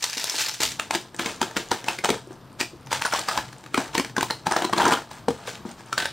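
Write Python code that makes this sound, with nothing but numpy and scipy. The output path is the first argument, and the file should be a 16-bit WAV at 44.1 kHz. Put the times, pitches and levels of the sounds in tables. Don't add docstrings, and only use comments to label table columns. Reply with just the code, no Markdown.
import sys
import numpy as np
from scipy import signal
from scipy.fft import rfft, irfft, next_fast_len
from scipy.io import wavfile
from scipy.ndimage import uniform_filter1d, minimum_filter1d, map_coordinates

SR = 44100
rng = np.random.default_rng(int(sys.argv[2]) if len(sys.argv) > 2 else 0)


def attenuation_scalar(level_db):
    decades = np.asarray(level_db, float) / 20
    return 10 ** decades


def output_pcm(signal):
    pcm = np.clip(np.atleast_2d(signal).T, -1, 1) * 32767
    wavfile.write(sys.argv[1], SR, np.round(pcm).astype(np.int16))


N = 269892

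# frequency in Hz, level in dB per Hz.
AIR_COLOUR = [(13, -45), (22, -5), (48, -8.5), (130, -1), (207, 1.5), (332, -4), (476, -9), (1060, -6.5),
              (2310, -23.5), (5160, -24.5), (6430, -40), (14000, -32), (15200, -44), (16500, -70)]
# frequency in Hz, width in Hz, level in dB.
FAN_HUM = (124.2, 19.4, -50.5)
AIR_DB, SWAY_DB = -50.5, 2.5
QUIET_DB, QUIET_ENDS_S = -8, .6

# frequency in Hz, level in dB per Hz.
FILM_COLOUR = [(530, -16), (900, -10), (1160, -8), (1670, 0), (5320, 1.5), (7950, -4), (10400, -12.5),
               (15000, -16), (15900, -24), (16500, -52)]
# frequency in Hz, level in dB per Hz.
FIBRE_COLOUR = [(880, -18), (1500, -9.5), (2050, -10.5), (3180, -10.5), (7250, -17), (8510, -18.5),
                (10800, -30), (15750, -31.5), (16050, -65), (16500, -79)]
# frequency in Hz, level in dB per Hz.
TICK_COLOUR = [(2500, -24), (4500, -3), (6500, 3), (9500, 3), (11000, -25), (15700, -20), (16200, -60)]
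# frequency in Hz, width in Hz, level in dB.
PANEL_MODES = [(660, 130, 4), (880, 106, 7), (1020, 88, 3), (1200, 78, 2), (1368, 80, 1.5), (1533, 90, 1),
               (1680, 120, 0.5)]
# frequency in Hz, width in Hz, level in dB.
HOLLOW_MODES = [(205, 380, -27), (264, 57.6, -0.5), (348, 51, 3), (450, 63, 2)]
# frequency in Hz, width in Hz, level in dB.
LID_MODES = [(1550, 100, 2), (3600, 850, -6)]
LID_DB, LID_LOOSE_S = 4, 5.975

# time in seconds, crackle in dB.
FILM_SLIDE = [
    (.017, -40),
    (.03, -30.5),
    (.16, -35),
    (.2, -32),
    (.41, -25.5),
    (.51, -34.5),
    (.59, -45),
    (.63, -19),
    (.78, -47),
]
FILM_GONE_S, FILM_PANEL_DB, FILM_HOLLOW_DB = .78, -13.5, -19
# start in seconds, crack peak in dB, length in ms.
CREASE_POPS = [(0.0247, -20.5, 5.5), (0.04, -12, 3), (0.0954, -25.5, 4.1), (0.13, -23.5, 2.7),
               (.1371, -28, 3.1), (0.1705, -25, 5.8), (0.179, -20, 3), (0.1967, -22.5, 4.3),
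               (.2155, -26, 2), (0.2318, -30, 6), (0.2422, -14, 1.6), (0.2982, -20, 1.2), (.3085, -30, 2.5),
               (0.0328, -23, 1.5), (0.051, -24, 2), (.271, -27, 3), (.362, -25, 4.5), (.38, -24, 5.7),
               (.417, -21, 3.8), (0.426, -30, 4), (0.4627, -25, 3.2), (0.326, -32, 2.9), (0.3919, -19, 8.5),
               (0.4044, -18.5, 13), (0.442, -40, 2), (0.467, -21, 1.3), (0.4829, -19.5, 5.3),
               (0.4945, -20, 1.5), (0.541, -26.5, 6.5), (0.603, -19, 6.5), (.618, -15.5, 1.9),
               (0.623, -23, 8.3), (.633, -9.5, 2.3), (0.7178, -26, 3.9)]
POP_PANEL_DB, POP_HOLLOW_DB = -12, -44

# start in seconds, peak in dB, pitch in Hz.
KNOCK_EVENTS = [(0.169, -40, 277), (1.717, -25.5, 360), (2.089, -20.5, 420), (2.104, -26.5, 452),
                (2.143, -33, 450), (2.272, -39, 364), (2.306, -36.5, 365), (2.733, -41, 343),
                (3.779, -22.5, 263), (3.745, -30, 400), (3.98, -26, 333), (3.996, -22, 263),
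                (4.179, -23, 259), (4.469, -25, 205), (4.866, -20, 295), (5.282, -18, 468),
                (5.478, -35, 510), (5.653, -30.5, 238)]

# start in seconds, peak in dB, pitch in Hz.
STRIP_TWANGS = [(0.2966, -8.5, 5280), (0.4612, -11.5, 4880), (0.5386, -19, 6020), (0.9079, -10.5, 2220),
                (1.1941, -12.5, 2140), (1.2595, -13.5, 2260), (1.4279, -19, 3160), (1.8843, -6.5, 2770),
                (1.9877, -17.5, 2280), (2.1021, -13.5, 3300), (2.6109, -11, 2480), (3.1362, -10.5, 5420),
                (3.2851, -11, 5050), (3.7434, -8.5, 2220), (4.2095, -20, 3420), (4.3067, -10, 4130),
                (4.6476, -15, 4100), (4.7325, -12.5, 3080), (4.7803, -8.5, 3820), (4.818, -11.5, 3270),
                (4.9207, -12, 3150), (4.9353, -8.5, 3270), (5.978, -12.5, 4280)]
TWANG_DB, TWANG_MS, TWANG_ROUGH = -7.5, 1.35, 0.78

# start in seconds, crack peak in dB, panels in dB above it, panel pitch in Hz.
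BRIDGE_SNAPS = [(.6039, -25.5, -6, 880), (.7969, -13, -6.5, 1270), (.9085, -15.5, -1, 866),
                (.9409, -19, -9, 900), (.9498, -14, -6.5, 880), (.9553, -15.5, -13, 1300),
                (1.1461, -30.5, -3.5, 880), (1.1947, -16.5, -5, 1330), (1.2601, -17, -9, 1680),
                (1.4157, -11.5, -2.5, 910), (1.4285, -17, -5, 1340), (1.5114, -32.5, -2, 1700),
                (1.5666, -14.5, -5.5, 1280), (1.5727, -14, -25, 1760), (1.7156, -11, -3.5, 910),
                (1.843, -24.5, -18, 840), (1.8837, -19, 4, 890), (1.8931, -53, 1, 880),
                (1.988, -20.5, -24, 1550), (2.0402, -21, 3.5, 850), (2.0458, -8.5, -6.5, 1340),
                (2.0558, -18, 3, 815), (2.0912, -18, 3, 1320), (2.103, -11.5, -4, 615),
                (2.1413, -35, 3, 880),
                (2.604, -17.5, -5, 1870), (2.6111, -10.5, -23, 1980), (2.871, -32, -6, 900),
                       (2.9169, -28, 9, 920), (2.9288, -10, -6, 880), (3.016, -23, -2, 930),
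                       (3.0217, -13, -12.5, 880), (3.051, -21.5, 4.5, 1510), (3.0557, -21, 3, 1010),
                       (3.0647, -30.5, 9, 1350), (3.126, -24, 5, 1390), (3.1365, -19.5, 5.5, 890),
                       (3.1486, -29.5, 10, 1080), (3.1614, -25, 1, 764), (3.1882, -27, 6, 1140),
                       (3.2869, -23, 8, 1154), (3.313, -23.5, 3, 1220), (3.376, -14.5, -3, 990),
                       (3.3861, -32.5, 10.5, 1610), (3.53, -31.5, -9, 1190), (3.6398, -35, -6, 880),
                       (3.6623, -34.5, -1.5, 1220),
                (3.7444, -15.5, -2, 1300), (3.7767, -16.5, 2, 1020), (3.9491, -22.5, -7, 1000),
                        (3.952, -15, -4, 985), (3.9802, -10, -11, 1810), (3.9978, -14, -4, 970),
                        (4.0475, -24.5, -5.5, 1760), (4.081, -35, -8, 1650), (4.097, -35.5, -2, 1760),
                        (4.166, -20, 3, 1600), (4.1814, -17.5, 2.5, 1020), (4.2096, -14, -7, 1530),
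                        (4.2285, -11.5, -2.5, 990), (4.3024, -26, 7, 1730), (4.3079, -17.5, -1, 956),
                        (4.4685, -15, 4, 880), (4.5122, -20.5, 4, 850), (4.5214, -25.5, 13, 870),
                        (4.5647, -14.5, 4, 770), (4.6215, -19.5, 3, 765), (4.6446, -23.5, 4.5, 1020),
                        (4.6496, -18.5, -1, 1020), (4.6966, -32, 9.5, 760),
                (4.7287, -22.5, 6, 1100), (4.7334, -20, 9.5, 1103), (4.7645, -26, 1, 950),
                     (4.7764, -21, 0, 1850), (4.7815, -19.5, 4.5, 970), (4.8009, -25, 15, 930),
                     (4.806, -23, 10.5, 910), (4.8176, -23.5, 11, 900), (4.8299, -25, 12, 916),
                     (4.8439, -24, -4, 970), (4.8534, -18, 5, 1330), (4.8585, -26, 11, 910),
                     (4.865, -19, 12.5, 1020), (4.8828, -17, -7, 780), (4.8885, -26.5, 12.5, 830),
                     (4.898, -30, 14, 940), (4.9094, -25.5, 8, 1450), (4.9147, -23.5, 7, 934),
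                     (4.922, -14.5, 8, 960), (4.9336, -21.5, 5, 1420), (4.941, -28.5, 11, 1140),
                     (4.95, -35, 11, 1480), (4.973, -34, 12.5, 1430), (5.0202, -40, 9, 1270),
                (5.113, -31.5, -1.5, 916), (5.2838, -23, 10.5, 736), (5.306, -29, 2, 930),
                (5.478, -30.5, 3, 1120), (5.626, -55, -4, 1030), (5.6519, -48, 15, 960),
                (5.9283, -16, -3, 1340), (5.9791, -14, -2, 1550), (6.002, -24, -3, 1510),
                (6.044, -28, -8, 1590), (6.056, -16.5, -1.5, 1590)]
SNAP_MS, MS_PER_DB = 2.33, .05
# time in seconds, hollow in dB above the crack.
HAND_GRIP = [(.62, 5), (.8, -21), (.95, -5.5), (1.45, -1.5), (2.05, -8), (2.15, 9.5), (2.6, -7.5),
             (2.9, -46), (3.35, -18), (3.7, -1), (4.2, -6.5), (4.5, 0), (4.75, 5.5), (4.95, 4.5),
             (5.15, -44), (5.3, 11.5), (5.5, -20), (5.95, -13)]
FRAY_DB, STRAIN_S, SETTLE_S, FRAY_PANEL_DB = -15, 0.0029, 0.0051, -1

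# start in seconds, crackle in dB, hold in seconds, panels in dB above it.
STRIP_PULLS = [(0.804, -39.5, 0.024, -7), (0.928, -30, 0, -2.5), (1.188, -31, 0.026, -1.5),
               (1.26, -35.5, 0.039, -6), (1.417, -42, 0.043, 6.5), (1.559, -33.5, 0.03, -5),
               (1.716, -31, 0.0056, 2), (1.86, -39, 0.018, -1), (1.882, -30, 0.0017, -0.5),
               (2.053, -39.5, 0.082, 4), (2.63, -56, 0.039, -14), (4.3, -53, 0, 3), (2.909, -30, 0.049, -2),
               (3.03, -37.5, 0.13, -5), (3.12, -32.5, 0.069, -1.5), (3.275, -31, 0.097, 2),
               (3.52, -64, 0.23, 3), (3.731, -43, 0, -8), (3.75, -35.5, 0, 2), (3.791, -31.5, 0, 3),
               (3.932, -50, 0.059, 8), (3.945, -35.5, 0.026, -3), (4.175, -43, 0.14, -5),
               (4.457, -37, 0, 3), (4.504, -35.5, 0.016, 11), (4.567, -36, 0.023, 7),
               (4.615, -51, 0.099, 4), (4.763, -31.5, .17, 6), (5.293, -48.5, 0.15, 4.5),
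               (5.915, -46, 0, 2), (5.981, -34, 0.038, -1)]
# start in seconds, crackle in dB, hold in seconds, panels in dB above it.
FINGER_SLIDES = [
    (2.598, -27.5, 0.012, -6),
    (2.304, -55, 0.013, 7),
    (5.105, -45, 0.07, -1),
    (5.464, -33, 0.033, -11),
    (5.524, -42.5, 0.027, -5),
    (5.658, -45, 0.047, 1),
    (5.776, -47.5, 0.024, 0),
    (5.856, -52.5, 0.025, 3),
]
RISE_S, RISE_DB = 0.0056, 7.5
FADE_DB_PER_S, STOP_DB_PER_S = 189, 456
REST_DB, REST_HOLLOW_DB = -60, -56.5
GRIP_SHARE, RUB_HOLLOW_DB = 0.43, -6.5

# start in seconds, peak in dB, pitch in Hz.
PALM_THUDS = [(.625, -46, 62.3), (2.1, -52, 60), (2.74, -53, 70), (2.93, -52, 55), (3.36, -46, 55),
              (3.87, -52, 60), (4.51, -54, 59.5), (4.79, -42, 70), (4.95, -57, 51), (5.285, -43, 75),
              (6.05, -47, 83), (5.282, -21.5, 250), (5.296, -27, 245), (5.283, -32, 150), (1.416, -21, 328),
              (1.567, -23, 334), (2.112, -27, 440), (2.125, -32, 450), (2.158, -31, 440)]
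THUD_CYCLES = 1.45

# start in seconds, peak in dB.
GLOSS_TICKS = [(1.015, -37.5), (1.165, -35.5), (1.363, -40), (1.688, -40), (2.811, -55), (2.863, -43),
               (3.0631, -20.5), (3.194, -22), (2.274, -47.5), (2.33, -51), (2.53, -55), (3.584, -47),
               (3.61, -47), (3.37, -41), (3.055, -28), (4.512, -38), (4.523, -25), (4.881, -23),
               (5.305, -38), (5.7148, -41), (5.862, -49), (5.986, -26)]
TICK_MS, TICK_BOX_DB = 0.44, -40

# frequency in Hz, time to fall 60 dB in seconds.
ROOM_DECAY = [(200, 0.22), (1400, 0.13), (4000, 0.26), (10000, 0.23)]
# frequency in Hz, left minus right in dB.
STEREO_LEAN = [(60, 1.8), (180, 3), (550, 2.1), (1650, .5), (5000, .6), (9000, 1), (15000, .2)]
# frequency in Hz, side level in dB.
STEREO_SPREAD = [(60, -24), (400, -16), (2400, -19), (4800, -19), (6200, -7), (9000, 1), (11800, 0),
                 (13500, -16)]
TOP_HZ = 16200


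def unit(x):
    return x / np.sqrt(np.mean(x ** 2) + 1e-20)


def along(points, hz):
    f, value = np.transpose(points)
    return np.interp(np.log(hz + 1), np.log(f + 1), value)


def curve(rows):
    s, value = np.transpose(rows)
    return np.interp(np.arange(N) / SR, s, value)


def filtered(x, response):
    size = next_fast_len(N + SR // 2)
    hz = np.fft.rfftfreq(size, 1 / SR)
    return irfft(rfft(x, size) * response(hz), size)[..., :N]


def coloured(x, spectrum):
    return filtered(x, lambda hz: attenuation_scalar(along(spectrum, hz)))


def ringing(modes):
    def response(f):
        total = 0
        for k, (hz, width, db) in enumerate(modes):
            damped = 1j * f * width
            total = total + (-1) ** k * attenuation_scalar(db) * damped / (hz * hz - f * f + damped)
        return total
    return response


def grains(per_second, spread_db, clump_db):
    size_db = spread_db * np.minimum(rng.exponential(size=N), 3)
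    breaks = (rng.random(N) < per_second / SR) * rng.standard_normal(N) * attenuation_scalar(size_db)
    clumps = map_coordinates(rng.standard_normal(N // 150 + 4), [np.arange(N) / 150])
    return breaks * attenuation_scalar(clump_db * clumps)


def creased(x, patchy_db):
    z = signal.stft(x, nperseg=128)[2]
    field = uniform_filter1d(rng.standard_normal(z.shape), size=4, axis=0)
    field = uniform_filter1d(field, size=3, axis=1)
    return signal.istft(z * attenuation_scalar(patchy_db * unit(field)), nperseg=128)[1][:N]


def modes_struck(modes, t, scatter_db, damping):
    luck = rng.standard_normal((len(modes), 2))
    ring = np.zeros(len(t))
    for (hz, width, db), (strength, shift) in zip(modes, luck):
        level_db = db + scatter_db * strength - 27 * damping * width * t
        ring += attenuation_scalar(level_db) * np.sin(2 * np.pi * hz * (1 + .015 * shift) * t)
    ring = ring * (1 - np.exp(-t / 0.0039))
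    return ring / np.abs(ring).max()


def swell(last):
    return last * np.exp(1 - last)


def snaps(events, material, burst_db):
    t = np.arange(SR // 14) / SR
    burst, box = np.zeros((2, N + len(t)))
    for s, db, panel_db, hollow_db, *panel_hz, ms in events:
        at = round((s - .0006) * SR)
        span = slice(at, at + len(t))
        rough_db = 2.0 * rng.standard_normal(len(t) // 12 + 1).repeat(12)[:len(t)]
        jagged = rng.standard_normal(len(t)) * attenuation_scalar(rough_db)
        crack = swell(t / (0.00057 * ms)) * jagged
        panels = [(hz, 70, 7) for hz in panel_hz] + PANEL_MODES
        burst[span] += attenuation_scalar(db) * crack / np.sqrt(uniform_filter1d(crack ** 2, size=40).max())
        box[span] += attenuation_scalar(db + panel_db + 2.5) * modes_struck(panels, t, scatter_db=3, damping=2.3)
        box[span] += attenuation_scalar(db + hollow_db - 3) * modes_struck(HOLLOW_MODES, t, scatter_db=4, damping=1.6)
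    return attenuation_scalar(burst_db - 3) * coloured(creased(burst[:N], patchy_db=2), material) + box[:N]


def air():
    where = [[np.zeros(N), np.ones(N)], [np.arange(N) / 8000] * 2]
    sway = map_coordinates(rng.standard_normal((2, N // 8000 + 4)), where)
    hum_hz, hum_width, hum_db = FAN_HUM
    hush = unit(coloured(rng.standard_normal(N), AIR_COLOUR)) * attenuation_scalar(SWAY_DB * sway[0])
    hum = unit(filtered(rng.standard_normal(N), ringing([(hum_hz, hum_width, 0)]))) * attenuation_scalar(SWAY_DB * sway[1])
    quiet = attenuation_scalar(QUIET_DB * (np.arange(N) < QUIET_ENDS_S * SR))
    return (attenuation_scalar(AIR_DB) * hush + attenuation_scalar(hum_db) * hum) * quiet


def tearing():
    crackle_gain, panel_gain, hollow_gain = pulling()
    film = unit(coloured(creased(grains(4000, spread_db=2.2, clump_db=2.2), patchy_db=3), FILM_COLOUR))
    card = unit(coloured(creased(grains(9000, spread_db=2.5, clump_db=2.5), patchy_db=2.5), FIBRE_COLOUR))
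    crackle = np.where(np.arange(N) < FILM_GONE_S * SR, film, card)
    rub = grains(4000, spread_db=1.5, clump_db=3.5)
    panels = unit(filtered(rub, ringing(PANEL_MODES)))
    hollow = unit(filtered(rub, ringing(HOLLOW_MODES)))
    lid = unit(filtered(rub, ringing(LID_MODES))) * (np.arange(N) > LID_LOOSE_S * SR)
    crackle = crackle + attenuation_scalar(LID_DB) * lid
    return attenuation_scalar(-4.0) * (crackle_gain * crackle + panel_gain * panels + hollow_gain * hollow)


def pulling():
    t = np.arange(N) / SR
    crackle, panels = np.full((2, N), attenuation_scalar(REST_DB))
    strokes = [(*row, FADE_DB_PER_S) for row in STRIP_PULLS]
    strokes += [(*row, STOP_DB_PER_S) for row in FINGER_SLIDES]
    for s, db, hold, panel_db, fade in strokes:
        rise_db = np.minimum(RISE_DB * ((t - s) / RISE_S - 1), 0)
        shape_db = rise_db - fade * np.maximum(t - s - RISE_S - hold, 0)
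        crackle = crackle + attenuation_scalar(db + shape_db)
        panels = panels + attenuation_scalar(db + panel_db + shape_db)
    fray = fraying()
    crackle = crackle + fray
    panels = panels + attenuation_scalar(FRAY_PANEL_DB) * fray
    hollow = crackle * attenuation_scalar(RUB_HOLLOW_DB + GRIP_SHARE * curve(HAND_GRIP)) + attenuation_scalar(REST_HOLLOW_DB)
    film = attenuation_scalar(curve(FILM_SLIDE)) * attenuation_scalar([[0], [FILM_PANEL_DB], [FILM_HOLLOW_DB]])
    return np.where(t < FILM_GONE_S, film, [crackle, panels, hollow])


def pops():
    events = [(s, db, POP_PANEL_DB, POP_HOLLOW_DB, ms) for s, db, ms in CREASE_POPS]
    return snaps(events, FILM_COLOUR, burst_db=4.0)


def knocks():
    t, out = np.arange(SR // 5) / SR, np.zeros(N + SR // 5)
    for s, db, hz in KNOCK_EVENTS:
        modes = [(hz, 60, 9), (1.42 * hz, 120, 0)] + HOLLOW_MODES
        out[round(s * SR):][:len(t)] += attenuation_scalar(db + 6.5) * modes_struck(modes, t, scatter_db=3.0, damping=1.04)
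    return out[:N]


def twangs():
    t, out = np.arange(SR // 30) / SR, np.zeros(N + SR // 30)
    envelope = swell(t / (TWANG_MS / 1000))
    for s, db, hz in STRIP_TWANGS:
        drift = TWANG_ROUGH * np.cumsum(rng.standard_normal(len(t))) / np.sqrt(SR / hz)
        out[round(s * SR):][:len(t)] += attenuation_scalar(db + TWANG_DB) * envelope * np.sin(2 * np.pi * hz * t + drift)
    return out[:N]


def bridges():
    rows = BRIDGE_SNAPS
    events = []
    for s, db, panel_db, hz in rows:
        hollow_db = np.interp(s, *np.transpose(HAND_GRIP))
        ms = SNAP_MS * np.exp(MS_PER_DB * np.clip(panel_db, -15, 6))
        events.append((s, db, panel_db, hollow_db, hz, ms))
    return events


def fraying():
    lag, out = np.arange(-SR // 20, SR // 10) / SR, np.zeros(N)
    for s, db, *_ in bridges():
        out[round(s * SR)] = attenuation_scalar(db + FRAY_DB)
    shape = np.exp(np.where(lag < 0, lag / STRAIN_S, -lag / SETTLE_S))
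    return np.abs(signal.fftconvolve(out, shape)[SR // 20:][:N])


def thuds():
    t, out = np.arange(SR // 4) / SR, np.zeros(N + SR // 4)
    for s, db, hz in PALM_THUDS:
        envelope = swell(t * hz / THUD_CYCLES)
        out[round(s * SR):][:len(t)] += attenuation_scalar(db) * envelope * np.sin(2 * np.pi * hz * t)
    return out[:N]


def ticks():
    events = [(s, db, TICK_BOX_DB, TICK_BOX_DB, TICK_MS) for s, db in GLOSS_TICKS]
    return snaps(events, TICK_COLOUR, burst_db=10.5)


def room(x, pieces=20):
    out, step = np.zeros(N + SR), N // pieces + 1
    for at in range(0, N, step):
        hz, t, z = signal.stft(rng.standard_normal(SR // 3), SR, nperseg=256)
        decay = attenuation_scalar(-60 * t / along(ROOM_DECAY, hz)[:, None])
        tail = signal.istft(z * decay, SR, nperseg=256)[1]
        wet = signal.fftconvolve(x[at:at + step], tail / np.linalg.norm(tail))
        out[at + 200:][:len(wet)] += wet
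    return out[:N]


def side_port(mid):
    z = signal.stft(mid, nperseg=128)[2]
    turn = uniform_filter1d(rng.standard_normal(z.shape), size=3, axis=1)
    scattered = signal.istft(z * np.exp(4j * unit(turn)), nperseg=128)[1][:N]
    return coloured(scattered, STEREO_SPREAD)


def scene():
    near = pops() + snaps(bridges(), FIBRE_COLOUR, burst_db=15.0)
    near = near + knocks() + tearing() + twangs() + ticks()
    near = filtered(near, lambda hz: (1j * hz / (60 + 1j * hz)) ** 2)
    mid = near + attenuation_scalar(-6) * room(near) + air() + thuds()
    side = side_port(mid)
    halves = np.array([[.5], [-.5]])
    return filtered(np.array([mid + side, mid - side]), lambda hz: attenuation_scalar(halves * along(STEREO_LEAN, hz)))


def low_pass(x):
    return signal.sosfilt(signal.butter(12, 16800, fs=SR, output="sos"), x)


def record(dry):
    need = np.minimum(1, attenuation_scalar(-6.5) / (np.abs(dry).max(0) + 1e-9))
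    gain = uniform_filter1d(minimum_filter1d(need, size=129), size=65)
    mix = filtered(dry * gain, lambda hz: hz < TOP_HZ)
    return low_pass(mix)


dry = scene()
out = record(dry)
output_pcm(out)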